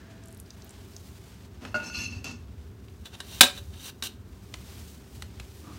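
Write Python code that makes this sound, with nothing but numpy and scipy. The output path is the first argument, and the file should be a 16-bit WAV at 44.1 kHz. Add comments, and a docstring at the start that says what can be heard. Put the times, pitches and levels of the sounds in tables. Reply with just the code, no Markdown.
"""A kitchen counter, close by: a spoon smooths wet pasta with small sticky ticks, a ceramic bowl is knocked and
dragged over the stone, then cutlery slides and taps on a glass dish with one hard clink that overloads the input.
Ticks are band-passed noise bursts; bowl and dish are banks of decaying sines fed by impulses and lumpy friction
noise; taps and dry clicks are short noise cracks. A low room rumble and a soft rustle of shaped noise lie
under it all."""
import sys
import numpy as np
from scipy import signal
from scipy.fft import rfft, irfft, next_fast_len
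from scipy.io import wavfile

SR = 44100
rng = np.random.default_rng(int(sys.argv[2]) if len(sys.argv) > 2 else 0)


def to_wav(sig):
    """Store sig (one row per channel, or 1-D mono) as 16-bit WAV at the path in sys.argv[1].

    Samples outside -1..1 are clipped; the rate is SR.
    """
    pcm = np.clip(np.atleast_2d(sig), -1, 1) * 32767
    pcm = np.round(pcm).astype(np.int16)
    wavfile.write(sys.argv[1], SR, pcm.T)  # frames by channels


N = 255118   # length in samples


def amp(db):
    """Gain of a level in dB."""
    return 10 ** (np.asarray(db) / 20)


def rms_one(x):
    """Scale to rms 1."""
    return x / np.sqrt(np.mean(x ** 2) + 1e-20)


def lowpass(x, hz):
    """Gentle first-order low-pass."""
    return signal.sosfilt(signal.butter(1, hz, fs=SR, output="sos"), x)


def bandpass(x, low_hz, high_hz, order=1):
    """Keep the band between two corner frequencies."""
    return signal.sosfilt(signal.butter(order, [low_hz, high_hz], "band", fs=SR, output="sos"), x)


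def curve(rows):
    """Gain of the level column (silent outside the table) and the other columns, sample by sample."""
    t, rows = np.arange(N) / SR, np.array(rows)
    time_s = rows[:, 0]
    level_db, *others = [np.interp(t, time_s, column) for column in rows.T[1:]]
    inside = (t >= time_s[0]) & (t <= time_s[-1])
    return [amp(level_db) * inside] + others


def strokes(rows):
    """Summed gain of strokes that rise, hold and fall; other columns are averaged by each stroke's gain."""
    fade_db = 30.5   # drop over one rise or fall time; the slope in dB goes on beyond it
    t = np.arange(N) / SR
    gains, others = [], []
    for top_s, rise_s, hold_s, fall_s, level_db, *other in rows:
        before = (top_s - t) / rise_s
        after = (t - top_s - hold_s) / fall_s
        away = np.maximum(np.maximum(before, after), 0)
        gains.append(amp(level_db - fade_db * away) + 1e-12)
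        others.append(other)
    gains = np.array(gains)
    gain = gains.sum(axis=0)
    return [gain] + list(np.array(others).T @ gains / gain)


def coloured(x, spectrum):
    """Shape a signal by a (pitch_hz, level_db) spectrum, then scale it to rms 1."""
    size = next_fast_len(N)
    hz, level_db = np.transpose(spectrum)
    bin_hz = np.arange(size // 2 + 1) * SR / size
    gain = amp(np.interp(np.log(bin_hz + 1), np.log(hz), level_db))
    return rms_one(irfft(rfft(x, size) * gain, size)[:N])


def tilt(x, bright_db, hz):
    """Raise or lower what lies above hz by a moving gain."""
    low = lowpass(x, hz)
    return low + amp(bright_db) * (x - low)


def ring(clicks, hz, t60_s):
    """A two-pole resonator: a unit click starts a decaying sine of height 1."""
    radius = amp(-60 / (t60_s * SR))
    angle = 2 * np.pi * hz / SR
    feedback = [1, -2 * radius * np.cos(angle), radius * radius]
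    return signal.lfilter([0, np.sin(angle)], feedback, clicks + 1e-18)


def resonances(x, peaks):
    """Parallel (pitch_hz, width_hz, level_db) resonances, signs alternating; level_db sets the rms of each."""
    out = np.zeros(N)
    for k, (hz, width_hz, level_db) in enumerate(peaks):
        t60_s = np.log(1000) / np.pi / width_hz
        out += (-1) ** k * amp(level_db) * rms_one(ring(x, hz, t60_s))
    return out


def grains(spread_db, lump_hz):
    """Friction noise: dense contacts whose strength comes in lumps; rms 1."""
    lumps = rms_one(lowpass(rng.standard_normal(N), lump_hz))
    return rms_one(rng.standard_normal(N) * amp(spread_db * lumps))


def cracks(start_s, crack_db, from_hz, soft_hz, length_s):
    """Short chattering contacts: band-passed noise that builds up and lets go; a softer contact is duller."""
    out = np.zeros(N)
    phase = np.arange(1500) / SR / length_s
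    envelope = np.exp(-phase) - np.exp(-4.0 * phase)
    for k, noise in enumerate(rng.standard_normal((len(start_s), 1500))):
        noise = lowpass(noise, 2 * soft_hz[k])
        contact = rms_one(bandpass(noise, from_hz[k], soft_hz[k]))
        at = int(start_s[k] * SR)
        out[at:at + 1500] += amp(crack_db[k]) * contact * envelope
    return out


def room():
    """Steady room noise: shaped noise plus a noisy hum of narrow resonances."""
    # spectrum of the room noise, relative: pitch_hz, level_db (per Hz)
    room_colour = [(25, -32.5), (45, -10), (65, 2), (105, 1.5), (150, -10.5), (250, -8.5), (420, -19),
                   (520, -22), (800, -25.5), (1500, -27), (3000, -43.5), (6000, -47), (10000, -48),
                   (16000, -40.5)]
    # noisy hum: pitch_hz, width_hz, level_db
    room_tones = [(194.1, 36, -56.5), (395, 40, -60.5)]
    noise = amp(-49.5) * coloured(rng.standard_normal(N), room_colour)
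    return noise + resonances(rng.standard_normal(N), room_tones)


def rumble():
    """Rumble on the microphone: a low band of noise that wavers and follows a level curve."""
    # level of the rumble: time_s, level_db
    rumble_curve = [(0.0, -42), (0.08, -51.5), (1.33, -55), (2.14, -43.5), (2.17, -34), (2.24, -47),
                    (3.57, -50), (3.64, -40.5), (3.93, -58), (4.4, -44), (4.52, -49.5), (5.78, -45)]
    low_noise = bandpass(grains(spread_db=2, lump_hz=4), 58, 100, order=2)
    return curve(rumble_curve)[0] * rms_one(low_noise)


def rustle():
    """Rustle of hands and food: lumpy shaped noise with moving level and brightness."""
    # course of the rustle: time_s, level_db, brightness_db
    rustle_curve = [(0, -54.5, -21), (.5, -59, -5), (.74, -52, -9), (1.0, -59, 3.5), (1.3, -55, -5),
                    (1.6, -58.5, -11), (2.4, -59, -13.5), (3.1, -62.5, -0.5), (3.3, -50.5, -3),
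                    (3.43, -49.5, 2), (3.6, -62.5, 6), (4.2, -62.5, -5.5), (4.53, -55.5, -1.5),
                    (4.7, -50, -2), (4.92, -56, 4), (5.05, -58, -3.5), (5.15, -55.5, 2), (5.33, -54.5, -7),
                    (5.6, -56.5, 2), (5.78, -49, -10)]
    # spectrum of the rustle, relative: pitch_hz, level_db (per Hz)
    rustle_colour = [(300, -6.5), (700, -5.5), (1500, -10), (3000, -7.5), (6000, -9), (9000, -11.5),
                     (12000, -14), (15500, -15)]
    gain, bright_db = curve(rustle_curve)
    noise = coloured(grains(spread_db=1.5, lump_hz=19.0), rustle_colour)
    return gain * tilt(noise, bright_db, hz=4000)


def swells():
    """Faint swells: noise through one resonance each, following a level curve."""
    # swells round one pitch: pitch_hz, width_hz, then a curve of time_s, level_db
    swell_rows = [(663.6, 10, [(0, -65), (1.4, -73), (1.6, -89)]), (1650, 270, [(0, -60), (.4, -70),
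                  (.8, -72), (1.0, -74)]), (1180, 140, [(5.63, -65), (5.66, -53), (5.72, -53),
                  (5.78, -67)]), (251, 31, [(1.62, -44), (1.8, -55), (2.0, -48.5), (2.15, -53.5),
                  (2.3, -46.5), (2.42, -56)]), (304, 55, [(5.63, -54.5), (5.68, -48.5), (5.78, -61)])]
    out = np.zeros(N)
    for hz, width_hz, level_curve in swell_rows:
        out += curve(level_curve)[0] * resonances(rng.standard_normal(N), [(hz, width_hz, 0)])
    return out


def ticks():
    """Each film of sauce that breaks gives a snap and a tiny burst of noise round its own pitch."""
    # sticky ticks of wet food: start_s, level_db, centre_hz
    tick_rows = [(0.237, -41.5, 6840), (0.2577, -42, 8930), (0.274, -41.5, 7250), (0.2836, -39, 9000),
                 (0.3074, -48, 8970), (0.3144, -52, 8880), (0.3264, -41, 8780), (0.3473, -41.5, 9150),
                 (0.3706, -45, 4230), (0.3747, -44, 11800), (0.4, -32.5, 9600), (0.4614, -45, 4500),
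                 (0.5054, -29, 4900), (0.621, -35.5, 5000), (0.6455, -42, 14000), (0.6932, -38, 7550),
                 (0.7073, -38, 7660), (0.9358, -41.5, 4490), (0.965, -29.5, 5860), (1.4234, -47, 6140)]
    t60_s, width_octaves = 0.015, 0.72
    out, t = np.zeros(N), np.arange(1500) / SR
    spread = 2 ** (width_octaves / 2)
    snap = 4.5 * (t == 0)
    noises = rng.standard_normal((len(tick_rows), 1500))
    for (start_s, level_db, hz), noise in zip(tick_rows, noises):
        burst = noise * amp(-60 * t / t60_s) + snap
        at = round(start_s * SR)
        out[at:at + 1500] += amp(level_db) * bandpass(burst, hz / spread, hz * spread, order=2)
    return out


def bowl():
    """Knocks and the drag over the stone feed the same modes; a glancing knock excites them as the drag does."""
    # shoves: loudest_from_s, rise_s, hold_s, fall_s, ring_db, grit_db (over ring), brightness_db,
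    # grind_db (low grind over ring)
    shoves = [(1.625, 0.046, 0.053, 0.15, -58, -7, -1.5, 9.5),
              (1.746, 0.0034, 0.0086, 0.16, -44.5, -2, -20, 2.5),
              (1.84, 0.09, 0.047, 0.048, -48, -19, 6, 0), (1.95, 0.085, 0.087, 0.15, -37, -17.5, -1.5, -24),
              (2.12, 0.068, .05, 0.14, -52, -10, -6, -2.5),
              (2.244, 0.0037, 0.034, 0.13, -41.5, -2, -5.5, -10)]
    # knocks: start_s, level_db, glancing (0-1)
    knocks = [(1.7436, -23.5, 0.06), (1.752, -26.5, 0), (1.760, -26, 0.1), (1.799, -33, 0.14),
              (1.83, -44, 0.14), (1.899, -35, 0.19), (1.946, -33, 0.73), (2.2432, -36, 1),
              (2.266, -55, .95), (2.31, -42, 1)]
    # spectrum of the grit, relative: pitch_hz, level_db (per Hz)
    grit_colour = [(300, -4), (1000, 1), (2000, -12), (4000, -5), (6500, -1), (8000, -15), (16000, -34)]
    # pitches of the bowl's modes: pitch_hz
    bowl_hz = [215, 603, 899, 1184, 1419, 1443, 1760, 2121, 2200, 2585, 2665, 2700, 2807, 3450, 4215, 4306,
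               4623, 5365, 5439, 5830, 6250, 6285, 6900, 7870, 8870, 9120, 9790, 11600, 12600, 13700]
    # the modes in the same order: struck_db, dragged_db, t60_s
    bowl_modes = [(-12, -11, 0.069), (-7.5, -46, 0.1), (-17, -36, 0.25), (-22, -25, 0.069),
                  (-27, -36, 0.05), (2, -21.5, 0.19), (-43, -25, 0.28), (-19, -39, 0.079), (-22, -24, 0.17),
                  (-33, -8.5, 0.069), (-11, -4.5, 0.095), (-17.5, -4.5, 0.095), (-12, -11, .12),
                  (-43, -20, 0.097), (-22, -8, 0.036), (-25, -27, 0.092), (-20, -9.5, 0.054),
                  (-30, -10, 0.038), (-30, -12, 0.093), (-35, -14, 0.11), (-30, -6.5, 0.048),
                  (-33, -19, 0.093), (-41, -15.5, 0.074), (-45, -20, 0.096), (-44, -25, 0.09),
                  (-49, -26, 0.13), (-52, -26.5, 0.14), (-47, -24.5, 0.08), (-46, -28, .08),
                  (-44, -34, .08)]
    gain, grit_db, bright_db, grind_db = strokes(shoves)
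    start_s, knock_db, glancing = np.transpose(knocks)
    at = (start_s * SR).astype(int)
    out = gain * amp(grit_db) * coloured(grains(spread_db=3.0, lump_hz=60), grit_colour)
    grind = bandpass(grains(spread_db=0.8, lump_hz=60), 180, 900)
    out += gain * amp(grind_db) * rms_one(grind)   # the foot of the bowl shakes the counter
    for hz, (struck_db, dragged_db, t60_s) in zip(bowl_hz, bowl_modes):
        # brightness lifts modes above 2700 Hz and lowers those below
        octaves = np.log2(np.clip(hz, 1400, 8000) / 2700)
        # each mode is rubbed in lumps of its own
        force = gain * grains(spread_db=3.0, lump_hz=30) * amp(dragged_db + bright_db * octaves)
        force = force * np.sqrt(4 * np.log(1000) / (t60_s * SR))   # even rms whatever the decay
        mode_db = struck_db + glancing * (dragged_db - struck_db)
        force[at] += rng.choice([-1, 1]) * amp(knock_db + mode_db)
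        out += ring(force, hz, t60_s)
    return out


def dry_clicks():
    """Dry clicks: cracks of noise that set nothing ringing."""
    # clicks: start_s, level_db (before the envelope), from_hz, softness_hz
    click_rows = [(1.6502, -31, 1100, 2300), (2.2425, -33, 2830, 8750), (4.5396, -26, 860, 3840),
                  (5.222, -27.5, 776, 5000), (5.398, -30, 882, 4000)]
    return cracks(*np.transpose(click_rows), length_s=0.003)


def dish_taps_and_slides():
    """Each tap is a short chattering crack plus the dish's modes; slides are friction through broad resonances."""
    # taps of cutlery, among them the hard clink and its bounces:
    # start_s, crack_db (before the envelope), crack_from_hz, contact_softness_hz, dish_ringing_db
    taps = [(2.883, -48, 2000, 3500, -68), (3.056, -37, 2500, 6000, -43.5), (3.143, -49, 1010, 4000, -61.5),
            (3.203, -26, 496, 5000, -39), (3.4085, 9, 714, 9660, -9), (3.415, -3, 2570, 6000, -18),
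            (3.432, -9.5, 705, 6000, -17), (3.437, -14.5, 1000, 5000, -24),
            (3.441, -19.5, 1983, 5000, -23.5), (3.456, -26.5, 2000, 5000, -37),
            (3.466, -28, 1500, 5000, -39), (3.576, -48, 1000, 4000, -36.5), (4.024, -21.5, 1500, 6000, -34)]
    # cutlery sliding: loudest_from_s, rise_s, hold_s, fall_s, level_db, brightness_db, low_body_db
    slides = [(3.058, 0.029, 0.011, 0.037, -47.5, -1, -13), (3.141, 0.04, 0.011, 0.017, -45, -13, -6.5),
              (3.33, 0.22, 0.067, .01, -50.5, 6.5, -20), (3.572, .06, 0.018, 0.016, -45, 0.5, -7.5),
              (3.74, 0.026, 0.0062, 0.032, -54.5, -7, -6), (3.86, 0.2, 0.04, .01, -45.5, 6, -10),
              (4.036, 0.015, 0.036, 0.015, -40.5, 8, -33), (4.08, 0.0092, 0.024, 0.15, -56, -6.5, -16.5)]
    # broad resonances of the slide, relative: pitch_hz, width_hz, level_db
    slide_rings = [(1500, 41, -8), (2760, 150, 2), (3150, 140, 1.5), (3700, 170, 5), (4300, 710, 3),
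                   (5670, 96, -5), (6000, 240, -0.5), (6780, 2100, -12), (8860, 170, -5.5),
                   (10800, 450, -15), (14500, 1200, -6)]
    # pitches of the dish's modes: pitch_hz
    dish_hz = [255, 392, 570, 743, 906, 1124, 1590, 2320, 2654, 2892, 2937, 3081, 3497, 3546, 3772, 3938,
               4195, 4850, 5590, 6540, 7274, 7570, 8010, 8450, 8790, 9570, 9870, 10305, 11200, 12600]
    # the modes in the same order: level_db, t60_s
    dish_modes = [(-12, 0.083), (-13.5, 0.12), (-12, 0.12), (-18, 0.18), (-12, 0.088), (-9, .06),
                  (-5, 0.071), (-17, .04), (-14, 0.11), (-12, .09), (-18.5, .09), (-14.5, 0.13), (-5, .1),
                  (-11, 0.1), (2.5, 0.05), (0.5, 0.096), (-13.5, 0.044), (-16, 0.021), (-9.5, 0.027),
                  (-19, .06), (-8, .07), (-15.5, 0.058), (-16.5, 0.087), (-17.5, 0.088), (-11, 0.077),
                  (-16.5, 0.082), (-16.5, .06), (-15, 0.11), (-11.5, 0.082), (-16.5, 0.029)]
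    start_s, crack_db, from_hz, soft_hz, ringing_db = np.transpose(taps)
    at = (start_s * SR).astype(int)
    out = cracks(start_s, crack_db, from_hz, soft_hz, length_s=0.003)
    scatter_db = 3 * rng.standard_normal((len(at), len(dish_modes)))   # every tap rings the modes differently
    gain, bright_db, body_db = strokes(slides)
    rubbing = gain * grains(spread_db=2.5, lump_hz=120)
    for hz, (level_db, t60_s), own_db in zip(dish_hz, dish_modes, scatter_db.T):
        force = rubbing * amp(level_db - 36)   # the slide also feeds the modes
        softening = np.hypot(1, hz / soft_hz)   # a soft contact excites high modes less
        force[at] += rng.choice([-1, 1]) * amp(ringing_db + level_db + own_db) / softening
        out += ring(force, hz, t60_s)
    hiss = lowpass(grains(spread_db=3.0, lump_hz=119.6), 9000)
    resonant = resonances(grains(spread_db=2.7, lump_hz=120), slide_rings)
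    slide = rms_one(resonant + amp(10.5) * hiss)
    body = rms_one(bandpass(grains(spread_db=3.0, lump_hz=120), 600, 2500))
    return out + gain * (tilt(slide, bright_db, hz=5000) + amp(body_db) * body)


def kitchen(x):
    """Reflections: dying noise from 3 ms on, the treble dying faster."""
    t60_s = 0.25
    t = np.arange(SR // 2) / SR
    noise = rng.standard_normal(len(t))
    low = lowpass(noise, 4000)
    treble = (noise - low) * amp(-150 * t)
    tail = (low + treble) * amp(-60 * t / t60_s) * (t > .003)
    return signal.fftconvolve(x, tail / np.linalg.norm(tail))[:N]


def scene():
    """The near sources sound in the kitchen, over the background."""
    background = room() + rumble() + rustle() + swells()
    near = ticks() + bowl() + dry_clicks() + dish_taps_and_slides()
    return (near + amp(-12) * kitchen(near) + background)[None]


def record(dry):
    """The microphone has a dip in the treble; deep bass is cut, the input clips, then the top is cut."""
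    # dip of the microphone: centre_hz, width_hz, depth (0-1)
    mic_dip = (10500, 600, 0.45)
    hz, width_hz, depth = mic_dip
    x = dry - depth * signal.lfilter(*signal.iirpeak(hz, hz / width_hz, fs=SR), dry)
    x = signal.sosfilt(signal.butter(3, 45, "high", fs=SR, output="sos"), x)
    clipped = np.clip(x, -1, 1)
    top_cut = signal.cheby2(16, 50, 16300, fs=SR, output="sos")   # 50 dB down from 16300 Hz up
    return signal.sosfilt(top_cut, clipped)


dry = scene()
out = record(dry)
to_wav(out)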